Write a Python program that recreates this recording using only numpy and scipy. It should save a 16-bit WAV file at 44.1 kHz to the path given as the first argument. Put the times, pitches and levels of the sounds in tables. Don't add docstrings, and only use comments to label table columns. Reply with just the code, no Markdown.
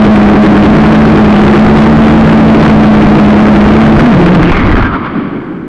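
import sys
import numpy as np
from scipy import signal
from scipy.fft import rfft, irfft, next_fast_len
from scipy.io import wavfile
from scipy.ndimage import map_coordinates

SR = 44100
rng = np.random.default_rng(int(sys.argv[2]) if len(sys.argv) > 2 else 0)


def unload_audio(sound):
    columns = np.transpose(np.atleast_2d(sound))
    steps = np.round(np.clip(columns, -1, 1) * 32767)
    wavfile.write(sys.argv[1], SR, steps.astype(np.int16))


N = 250477
TIME = np.arange(N) / SR

# frequency in Hz, relative level in dB.
HISS_SPECTRUM = [(100, -8.5), (3000, -2), (7000, 2), (11000, -2)]
# frequency in Hz, relative level in dB.
WASH_SPECTRUM = [(10, -12), (28, -4), (50, -1), (75, -1.5), (100, -5), (200, -14), (800, -58.5)]
# frequency in Hz, relative level in dB.
HOUSING_SPECTRUM = [(200, -21.5), (500, -9), (950, -4.5), (1150, 0), (1330, -3), (1570, -3), (1900, -8),
                    (2250, -5), (2650, -13), (3200, -10.5), (3900, -20), (4700, -19.5), (6000, -37.5),
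                    (11000, -44.5)]
# frequency in Hz, relative level in dB.
FRAME_SPECTRUM = [(30, -25.5), (90, -23), (135, -6), (175, -1.5), (230, -1.5), (280, -0.5), (335, -2),
                  (400, -8), (480, -15.5), (900, -29), (2000, -47.5), (5000, -76)]
# start in seconds, thud level in dB, scrape level in dB.
GROUND_HITS = [(3.975, 18.5, 0), (4.185, 2, 2.5), (4.257, 8.5, 6), (4.344, 6.5, 5), (4.424, 10.5, 6.5),
               (4.512, 13.5, 4.5), (4.564, -0.5, -2), (4.66, 7, -2.5), (4.71, 9.5, -0.5), (4.747, 10, -6),
               (4.819, 4, -4.5)]
# centre
# in seconds, width in seconds, growl and high tone boost in dB, whirr and whine boost in dB.
GROWL_AND_WHIRR_SWELLS = [(0.156, 0.033, 5.5, 4), (0.256, .05, 3.5, -1), (0.443, .04, 1.5, 2),
                          (0.545, 0.057, 6.5, -1), (0.719, 0.063, 5, -1), (1.165, 0.066, 4.5, -1.5),
                          (1.57, 0.027, 1, 4.5), (1.796, .1, 1, 5), (2.639, .03, -0.5, 4),
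                          (3.001, .1, 3.5, 1), (3.399, .03, -0.5, 4), (3.539, 0.058, 5, 3),
                          (3.995, 0.035, 3, 7.5), (4.221, 0.081, 8.5, 1.5), (4.861, 0.032, 1, 6),
                          (4.951, 0.045, 4, 7), (5.062, 0.047, -2, 8), (5.177, .07, 4.5, 3),
                          (5.355, .05, 4, 0)]
# time in seconds, effort in dB.
MOTOR_EFFORT = [(0, 20.5), (1.6, 21), (3.0, 21), (4.1, 20), (4.4, 15), (4.6, 9), (4.78, 12), (4.89, -1),
                (5.06, -3), (5.23, -.5), (5.68, -6.5)]
# time in seconds, frequency in Hz.
HIGH_PITCH = [(0, 327.1), (.6, 308.7), (1.25, 319.8), (1.42, 345), (1.73, 360.4), (1.93, 300), (2.2, 311),
              (2.4, 300.1), (3.05, 308), (3.6, 327.9), (4.3, 334.9)]
# time in seconds, blade rate in Hz.
SLOW_PITCH = [(0, 142.9), (.5, 143.2), (.8, 157), (1.2, 156.7), (1.42, 141.3), (1.9, 155.5), (2.45, 161.8),
              (3.3, 146.7), (4.0, 150.2)]
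# time in seconds, blade rate in Hz.
LEAD_PITCH = [(0.0, 211.6), (0.62, 202.6), (0.76, 213.6), (1.07, 217.2), (1.4, 205.7), (1.92, 221.6),
              (2.6, 219.0), (3.12, 209), (3.32, 208.7), (3.48, 216), (3.54, 204.9), (3.62, 205),
              (3.82, 220.8), (3.95, 216.6)]

TOUCH_S, TUMBLE_ONSET_S = 3.96, 0.2
STALL_S, STALL_FADE_S, CUT_S = 4.54, 0.084, 4.82
LEAD_DB, TWIN_DB, SLOW_DB, HIGH_DB = -7.5, -19, -17.5, -16
TWIN_GAP_HZ, TWIN_DB_PER_HZ, SLOW_DB_PER_HZ = 10, -0.77, 0.68
COAST_DB_PER_S, WHINE_FADE_DB_PER_S = 10.5, 60
BAND_HZ, TOP_HZ = 11100, 15800


def amp(db):
    return 10 ** (np.asarray(db) / 20)


def unit(x):
    return x / np.sqrt(np.mean(x ** 2) + 1e-20)


def curve(rows):
    return np.interp(TIME, *np.transpose(rows))


def ramp(start_s, length_s):
    return np.clip((TIME - start_s) / length_s, 0, 1)


def swell(centre_s, width_s):
    return np.exp(-(2 * (TIME - centre_s) / width_s) ** 2)


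def wobble(rate):
    return map_coordinates(rng.standard_normal(int(N * rate / SR) + 4), [TIME * rate])


def angle(hz):
    return 2 * np.pi * (np.cumsum(hz) / SR + rng.random())


def filtered(x, response):
    size = next_fast_len(N + SR // 2)
    return irfft(rfft(x, size) * response(np.fft.rfftfreq(size, 1 / SR)), size)[:N]


def noise(spectrum):
    points_hz, db = np.transpose(spectrum)
    white = rng.standard_normal(N)
    return unit(filtered(white, lambda hz: amp(np.interp(np.log(hz + 1), np.log(points_hz), db))))


def microphone_hiss():
    return noise(HISS_SPECTRUM) * amp(-46.5)


def prop_wash(effort_db):
    ground_gust = amp(-4) * swell(centre_s=4.69, width_s=0.35)
    return noise(WASH_SPECTRUM) * (amp(-32 + 1.19 * effort_db) + ground_gust)


def ground_bumps(push_s, scrape_s):
    thuds, scrapes = np.zeros(N), np.zeros(N)
    for start_s, thud_db, scrape_db in GROUND_HITS:
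        age = np.maximum(TIME - start_s, 0)
        push = age / push_s
        thuds += amp(thud_db) * push * (2 - push) * np.exp(1 - push)
        scrapes += amp(scrape_db) * age / scrape_s * np.exp(1 - age / scrape_s)
    return thuds + scrapes * noise(HOUSING_SPECTRUM)


def level_swells():
    growl_swell_db = sum(db * swell(s, width_s) for s, width_s, db, _ in GROWL_AND_WHIRR_SWELLS)
    whirr_swell_db = sum(db * swell(s, width_s) for s, width_s, _, db in GROWL_AND_WHIRR_SWELLS)
    return growl_swell_db, whirr_swell_db


def run_down_whine(swell_db, from_hz, to_hz, midpoint_s, fall_s):
    hz = to_hz + (from_hz - to_hz) / (1 + np.exp((TIME - midpoint_s) / fall_s))
    whine = sum(np.sin(angle(hz * (1 + 0.08 * wobble(15) + 0.05 * wobble(300)))) for _ in range(4))
    fade_db = WHINE_FADE_DB_PER_S * np.maximum(TIME - CUT_S, 0)
    return unit(whine) * ramp(start_s=4.35, length_s=0.13) * amp(-11 + swell_db - fade_db)


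def motor_whirr(blade_phase, effort_db, swell_db):
    bright = noise(HOUSING_SPECTRUM)
    dull = filtered(bright, lambda hz: 1 / (1 + (hz / 2500) ** 6))
    whirr = bright + ramp(start_s=4.9, length_s=1.8) * (dull - bright)
    load = np.clip(effort_db / np.max(effort_db), 0, 1)
    throb = 1 + 0.25 * load * np.sin(blade_phase)
    rattle = amp((0.5 + 2.5 * load) * wobble(520))
    fade_db = COAST_DB_PER_S * np.maximum(TIME - CUT_S, 0)
    return whirr * throb * rattle * amp(-16.5 + 0.85 * effort_db + swell_db - fade_db)


def frame_shudder(effort_db, swell_db):
    return noise(FRAME_SPECTRUM) * amp(-14.5 + 1.099 * effort_db + swell_db + 0.9 * wobble(18))


def blade_tone(hz, db, tumbling, hunt, flutter_db):
    speed = 1 + (hunt + 0.0399 * tumbling) * wobble(45)
    phase = angle(hz * speed)
    flutter = flutter_db * (1 + 1.5 * tumbling) * wobble(40)
    graze_rad = 0.36 * tumbling * wobble(150)
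    turning = 1 - ramp(STALL_S - STALL_FADE_S, STALL_FADE_S)
    tone = np.sqrt(2) * np.sin(phase + graze_rad)
    return tone * amp(db - 3 * tumbling + flutter) * turning, phase


def rotor_hum(effort_db, high_swell_db):
    flight_hz, slow_hz, high_hz = curve(LEAD_PITCH), curve(SLOW_PITCH), curve(HIGH_PITCH)
    tumbling = ramp(TOUCH_S, TUMBLE_ONSET_S)
    kick = 0.19 * swell(TOUCH_S + 0.11, width_s=0.1)
    lead_hz = flight_hz * (1 + kick - 0.18 * tumbling ** 2)
    twin_db = TWIN_DB + TWIN_DB_PER_HZ * (flight_hz - flight_hz.mean())
    touchdown_db = 7.5 * swell(TOUCH_S, width_s=0.31)
    slow_db = SLOW_DB + SLOW_DB_PER_HZ * (slow_hz - slow_hz.mean()) + touchdown_db
    lead, phase = blade_tone(lead_hz, LEAD_DB, tumbling, hunt=0.00593, flutter_db=1.18)
    twin, _ = blade_tone(lead_hz + TWIN_GAP_HZ, twin_db, tumbling, hunt=0.0046, flutter_db=0.9)
    slow, _ = blade_tone(slow_hz, slow_db, tumbling, hunt=0.00759, flutter_db=3)
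    high, _ = blade_tone(high_hz, HIGH_DB + high_swell_db, tumbling, hunt=0.01797, flutter_db=3)
    octave = np.sin(2 * phase + 1.04 * wobble(40)) * amp(-19)
    thrum = np.sin(phase / 3 + 0.69 * wobble(25)) * amp(-17.5)
    hum = lead + twin + high + slow + (octave + thrum) * (1 - tumbling)
    return hum * amp(effort_db), phase


def scene():
    effort_db = curve(MOTOR_EFFORT)
    growl_swell_db, whirr_swell_db = level_swells()
    hum, blade_phase = rotor_hum(effort_db, growl_swell_db)
    shudder = frame_shudder(effort_db, growl_swell_db)
    whirr = motor_whirr(blade_phase, effort_db, whirr_swell_db)
    wash = prop_wash(effort_db)
    whine = run_down_whine(whirr_swell_db, from_hz=2650, to_hz=1129, midpoint_s=4.69, fall_s=0.1)
    landing = ground_bumps(push_s=0.0039, scrape_s=0.005)
    return (hum + shudder + whirr + wash + whine + landing + microphone_hiss())[None]


def overload(x, ceiling, hardness):
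    fine = signal.resample_poly(x, 4, 1)
    flattened = fine / (1 + np.abs(fine / ceiling) ** hardness) ** (1 / hardness)
    return signal.resample_poly(flattened, 1, 4)


def record(dry):
    clipped = overload(dry[0], ceiling=0.71, hardness=4)
    rounded = filtered(clipped, lambda hz: 1 / ((1 + 1j * hz / 1700) * (1 + 1j * hz / 3600)))
    lifted = filtered(rounded, lambda hz: 1 + 0.5 * np.exp(-((hz - 10600) / 2100) ** 2))
    band = lambda hz: np.maximum(1 / np.sqrt(1 + (hz / BAND_HZ) ** 60), 0.3) * (hz < TOP_HZ)
    return filtered(lifted, band)[None]


dry = scene()
out = record(dry)
unload_audio(out)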